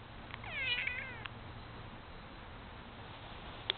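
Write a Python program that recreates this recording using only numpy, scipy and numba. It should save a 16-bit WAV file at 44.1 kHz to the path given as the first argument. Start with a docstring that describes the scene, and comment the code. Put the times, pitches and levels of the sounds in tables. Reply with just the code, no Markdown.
"""A faint outdoor wash and a low distant hum are heard first; then a kitten on a lawn, close to a
hand-held camera, gives one thin, falling meow, its mouth clicking as it opens and closes.
The voice is a source and a filter: vocal-fold pulses, which crack and creak on the way, excite the
resonances of mouth, throat and nose. Faint high chirps follow from far off. Late on, the kitten
brushes against a trouser leg, and a finger knocks the camera body into brief vibration."""
import sys
import numpy as np
from scipy.fft import rfft, irfft
from scipy.io import wavfile
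from scipy.ndimage import uniform_filter1d
from numba import njit

SR = 44100
rng = np.random.default_rng(int(sys.argv[2]) if len(sys.argv) > 2 else 0)


def persist_wave(psi):
    """Save psi, clipped to +-1, as 16-bit WAV."""
    counts = np.round(np.clip(psi, -1, 1) * 32767).astype(np.int16)
    wavfile.write(sys.argv[1], SR, np.atleast_2d(counts).T)


N = 166257
T = np.arange(N) / SR

WASH_SPECTRUM = [(12, -20.5), (20, -1), (54, -4.5), (86, -2), (102, -5), (117, -7.5), (139, -11), (159, -8),
                 (190, -10.5), (226, -10.5), (402, -15.5), (490, -13), (625, -16), (698, -14), (930, -13),
                 (2400, -22), (3900, -24), (5070, -53), (8580, -120)]  # outdoor wash: f/Hz, relative density/dB
WASH_LEVEL = [(0, -50.5), (.5, -50.5), (1.7, -50), (2.4, -50), (3.0, -50.5), (3.77, -49)]  # t/s, level/dB
HUM_ENVELOPE = [(0, -59.5), (.8, -55), (1.5, -55.5), (2.3, -63), (3.1, -59), (3.77, -64)]  # distant hum: t/s, level/dB
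FAR_CHIRPS = [(1.636, 0.13, -66), (1.78, .1, -74), (2.074, 0.096, -67.5), (2.196, 0.095, -66.5),
              (2.347, 0.094, -66.5)]  # centre t/s, duration/s, level/dB
FUR_SPECTRUM = [(200, -19), (800, 5), (1500, -8.5), (2500, -3.5), (3600, 1), (4300, -13)]  # fur on cloth: f/Hz, relative density/dB
FUR_LEVEL = [(2.6, -92), (3.0, -60.5), (3.3, -54.5), (3.45, -56.5), (3.77, -54.5)]  # t/s, level/dB
CAMERA_MODES = [(380, -19.5, 0.068), (900, -15, 0.0014), (1450, -13.5, 0.004), (2300, -7.5, 0.0088),
                (3280, -8, 0.0017), (3470, 4.5, 0.0078)]  # modes of the camera body: f/Hz, relative level/dB, T60/s
MOUTH_CLICKS = [(.3072, -32.5, 1150, 2000, 2350), (0.341, -26, 980, 1850, 2200),
                (1.2514, -32.5, 1120, 1700, 2600), (1.2571, -22, 1100, 1620, 2680)]  # t/s, peak level/dB, mouth modes f1/Hz, f2/Hz, f3/Hz
CLICK_DECAYS = [(-0.5, 0.013), (3, 0.0085), (4.5, 0.0083)]  # those three modes: relative level/dB, T60/s

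# the two main formants of the moving mouth: t/s, lower f/Hz, upper f/Hz, gain of the upper/dB
MOUTH_FORMANTS = [(.457, 1970, 2450, -2), (.54, 2220, 2660, -0.5), (.62, 2100, 2530, -2.5),
                  (.675, 2480, 2580, -0.5), (.70, 2400, 2916, 4), (.745, 2250, 2922, 1.5),
                  (.8, 2200, 2630, -1), (.92, 2190, 2396, -0.5), (1.02, 1960, 2423, -2),
                  (1.12, 1970, 2390, -1.5), (1.24, 1750, 2150, -2.5)]
TREBLE_FORMANTS = [(3250, 380, -8.5), (3890, 130, -15.5), (4800, 660, -16.5)]  # higher mouth resonances: f/Hz, bandwidth/Hz, gain/dB
TREBLE_GAIN = [(.46, -4.5), (.55, 1), (.6, -8.5), (.67, -6), (.71, 7.5), (.745, 2), (.78, -3), (.92, -12),
               (1.24, -10.5)]  # t/s, gain/dB
THROAT_FORMANT = [(1547, 260, 0)]  # heard at any mouth opening: f/Hz, bandwidth/Hz, gain/dB
THROAT_GAIN = [(.457, -42), (.5, -42), (.56, -43.5), (.64, -38.5), (.70, -41), (.76, -39.5), (.85, -39),
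               (.92, -41), (1.02, -39), (1.12, -43.5), (1.24, -42.5)]  # t/s, gain/dB
NOSE_FORMANTS = [(520, 250, -5.5), (920, 380, -3)]  # f/Hz, bandwidth/Hz, gain/dB
NOSE_GAIN = [(.44, -28.5), (.465, -34), (.5, -38.5), (.55, -46.5), (.72, -42), (.85, -47.5), (1.02, -43.5),
             (1.24, -46)]  # greatest before the mouth opens: t/s, gain/dB
FOLD_CREAKS = [(.459, .002, 400, -44), (.7785, .034, 210, -37), (.8225, .003, 300, -39),
               (.8705, .007, 330, -35), (.9825, .007, 380, -38)]  # onset t/s, duration/s, slap rate/Hz, level/dB
FOLD_PITCH = [(.436, 1041), (.445, 1092), (.458, 924.5), (.465, 840), (.475, 777), (.5, 681), (.54, 602.6),
              (.6, 547.5), (.64, 518.7), (.668, 514.9), (.69, 484.7), (.74, 487.6), (.8, 498.8),
              (.835, 520), (.865, 523.6), (.893, 493), (.94, 500.5), (.975, 511.6), (1.012, 548),
              (1.04, 531.5), (1.08, 520), (1.14, 478), (1.2, 433), (1.24, 406.5)]  # fundamental of the meow: t/s, f/Hz
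VOCAL_EFFORT = [(.44, -43.5), (.47, -50.5), (.51, -48.5), (.55, -43.5), (.6, -38.5), (.66, -38), (.69, -39),
                (.725, -31.5), (.765, -41.5), (.8, -44), (.835, -38), (.857, -43), (.92, -41.5),
                (.975, -44), (1.0, -45), (1.04, -46.5), (1.11, -49.5), (1.24, -55)]  # sound from the mouth: t/s, level/dB
VOICE_CRACKS = [(0.462, 0.0044, 4.5, 0.018), (0.55, 0.0079, -0.5, 0.023), (.677, 0.014, 6, 0.012),
                (0.819, .011, 8.5, .1), (0.874, 0.00907, 14.5, 0.11), (.986, 0.0084, 6.5, 0.017),
                (1.021, 0.0071, 9, 0.12)]  # centre t/s, duration/s, boost/dB, fractional rise in pitch
VOICED_SPANS = [(.437, .443), (0.4577, 1.238)]  # a tiny squeak, then the meow: start t/s, end t/s

CAMERA_RATE_HZ = 8000


def undb(db):
    """Amplitude ratio of a level in decibels."""
    return 10 ** (np.asarray(db) / 20)


def curve(table, axis=1):
    """Linear interpolation in time of one column of a table."""
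    rows = np.array(table)
    return np.interp(T, rows[:, 0], rows[:, axis])


def unit(x):
    """Normalisation to rms 1."""
    return x / np.sqrt(np.mean(x ** 2))


def swell(centre, length):
    """Gaussian envelope, `length` seconds wide at 1/e of its peak."""
    return np.exp(-(2 * (T - centre) / length) ** 2)


def drift(rate_hz):
    """Smoothed random fluctuation of rms 1."""
    hold = max(int(SR / rate_hz), 1)
    steps = rng.standard_normal(N)[np.arange(N) // hold]
    return unit(uniform_filter1d(uniform_filter1d(steps, hold), hold))


def noise(spectrum):
    """Spectral shaping of white noise, band-limited to half the camera's rate, at rms 1."""
    hz, db = np.array(spectrum).T
    f = np.maximum(np.fft.rfftfreq(N, 1 / SR), 1)
    gain = undb(np.interp(np.log(f), np.log(hz), db)) * (f < CAMERA_RATE_HZ / 2)
    return unit(irfft(rfft(rng.standard_normal(N)) * gain, N))


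@njit
def resonator(x, hz, width):
    """Second-order resonance with unit gain at its moving centre frequency."""
    y, band_state, low_state = np.empty(len(x)), 0., 0.
    for i in range(len(x)):
        tuning, damping = np.tan(np.pi * hz[i] / SR), width / hz[i]
        band = (band_state + tuning * (x[i] + 1e-18 - low_state)) / (1 + tuning * (tuning + damping))
        band_state = 2 * band - band_state
        low_state += 2 * tuning * band
        y[i] = damping * band
    return y


def bank(x, resonances):
    """Stationary resonators in parallel, summed with alternating sign."""
    return sum((-1) ** k * undb(db) * resonator(x, np.full(N, float(hz)), float(width))
               for k, (hz, width, db) in enumerate(resonances))


def ring(start, modes):
    """Free vibration after an impulse: a sum of exponentially damped modes, at peak 1."""
    age = np.maximum(T - start, 0)
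    y = sum((-1) ** k * undb(db) * np.sin(2 * np.pi * hz * age) * np.exp(-np.log(1000) * age / t60)
            for k, (hz, db, t60) in enumerate(modes))
    return y / np.abs(y).max()


def outdoor_wash():
    """Distant sounds merge into a continuous spectrum whose level flickers slightly."""
    return noise(WASH_SPECTRUM) * undb(curve(WASH_LEVEL) + 0.5 * drift(11))


def distant_hum(hz=114.5, waver=0.005):
    """A fundamental and its octave, slowly modulated in pitch and level, like a far engine."""
    phase = 2 * np.pi * np.cumsum(hz * (1 + waver * drift(9))) / SR
    octave = undb(-11 + 5 * drift(10)) * np.sin(2 * phase)
    return np.sqrt(2) * (np.sin(phase) + octave) * undb(curve(HUM_ENVELOPE) + 0.77 * drift(7))


def far_chirps(hz=4020, width_hz=140):
    """Narrow-band noise has a pitch: its swells are heard as thin chirps, perhaps an insect."""
    band = [(hz, width_hz, 0)]
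    envelope = sum(undb(db) * swell(centre, length) for centre, length, db in FAR_CHIRPS)
    return unit(bank(bank(rng.standard_normal(N), band), band)) * envelope


def fur_brush():
    """Sliding friction of fur on cloth radiates an uneven hiss."""
    return noise(FUR_SPECTRUM) * undb(curve(FUR_LEVEL) + 1.8 * drift(30))


def camera_knock(start_s=3.6998, peak_db=-12.5):
    """The impact of a finger excites the damped modes of the camera body."""
    return undb(peak_db) * ring(start_s, CAMERA_MODES)


def mouth_clicks():
    """Wet lips and tongue excite the mouth cavity impulsively: three modes ring under a high tick."""
    tick = (3320, 2, 0.005)  # f/Hz, relative level/dB, T60/s
    out = np.zeros(N)
    for start, peak_db, *mode_hz in MOUTH_CLICKS:
        modes = [(hz, db, t60) for hz, (db, t60) in zip(mode_hz, CLICK_DECAYS)]
        out += undb(peak_db) * ring(start, modes + [tick])
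    return out


def mouth_filter(x, lower_width_hz=407., upper_width_hz=328.):
    """Cavity resonance: two formants move with the mouth opening, below stationary treble ones."""
    lower = resonator(x, curve(MOUTH_FORMANTS, axis=1), lower_width_hz)
    upper = resonator(x, curve(MOUTH_FORMANTS, axis=2), upper_width_hz)
    treble = bank(x, TREBLE_FORMANTS) * undb(curve(TREBLE_GAIN))
    return lower - undb(curve(MOUTH_FORMANTS, axis=3)) * upper + treble


def creak(gap_scatter=0.36, scatter_db=1.5, throat_db=-11):
    """Aperiodic vibration: the folds slap slowly and unevenly, each slap ringing mouth and throat."""
    out = np.zeros(N)
    for start, length, rate, db in FOLD_CREAKS:
        gap_chance, level_chance = rng.standard_normal((16, 2)).T
        gaps = np.exp(gap_scatter * gap_chance) / rate
        delays = np.cumsum(gaps) - gaps[0]
        slaps = np.zeros(N)
        slaps[((start + delays) * SR).astype(int)] = undb(scatter_db * level_chance) * (delays < length)
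        ringing = mouth_filter(slaps) - undb(throat_db) * bank(slaps, THROAT_FORMANT)
        out += unit(ringing) * np.sqrt(length * SR / N) * undb(db)  # level referred to its duration
    return out


def meow(jitter=0.0066, shimmer_db=1, rasp_db=-14, attack_s=0.0022, release_s=0.0024):
    """Source and filter: periodic fold pulses sound through mouth, throat and nose."""
    # in a crack the voice leaps in pitch, turns rough and usually swells
    cracking, boost_db, pitch_lift = np.zeros((3, N))
    for centre, length, db, rise in VOICE_CRACKS:
        crack = swell(centre, length)
        cracking += crack
        boost_db += db * crack
        pitch_lift += rise * crack
    hz = curve(FOLD_PITCH) * (1 + pitch_lift + jitter * drift(250))
    phase = 2 * np.pi * np.cumsum(hz) / SR
    pulses = unit(sum(np.cos(k * phase) for k in range(1, 12)))
    roughness = 1 + 0.4 * cracking * drift(498.7)
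    rasp = undb(rasp_db) * (1 + np.cos(phase)) * rng.standard_normal(N)  # noise in step with the folds
    source = pulses * roughness + rasp
    # dividing by the running rms holds the level as harmonics cross the formants
    running_rms = np.sqrt(uniform_filter1d(mouth_filter(pulses) ** 2, size=900))
    mouth = mouth_filter(source) / running_rms * undb(curve(VOCAL_EFFORT) + boost_db)
    throat = bank(source, THROAT_FORMANT) * undb(curve(THROAT_GAIN))
    nose = bank(source, NOSE_FORMANTS) * undb(curve(NOSE_GAIN))
    voicing = sum(np.clip((T - start) / attack_s, 0, 1) * np.clip((end - T) / release_s + 1, 0, 1)
                  for start, end in VOICED_SPANS)
    return (mouth - throat - nose) * voicing * undb(shimmer_db * drift(69.6))


def scene():
    """Superposition of all sources at one microphone."""
    kitten = meow() + creak() + mouth_clicks()
    return (kitten + outdoor_wash() + distant_hum() + far_chirps() + fur_brush() + camera_knock())[None]


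def record(dry):
    """Aliasing: the camera's low sampling rate mirrors the treble about half that rate; a low-pass follows."""
    alias_db, stop_db, pass_hz, stop_hz = -2.5, -66, 3900, 4700
    aliased = dry * (1 + 2 * undb(alias_db) * np.cos(2 * np.pi * CAMERA_RATE_HZ * T))
    f = np.fft.rfftfreq(N, 1 / SR)
    rolloff = np.clip((f - pass_hz) / (stop_hz - pass_hz), 0, 2)
    return irfft(rfft(aliased) * undb(stop_db * rolloff ** 2), N)


dry = scene()
out = record(dry)
persist_wave(out)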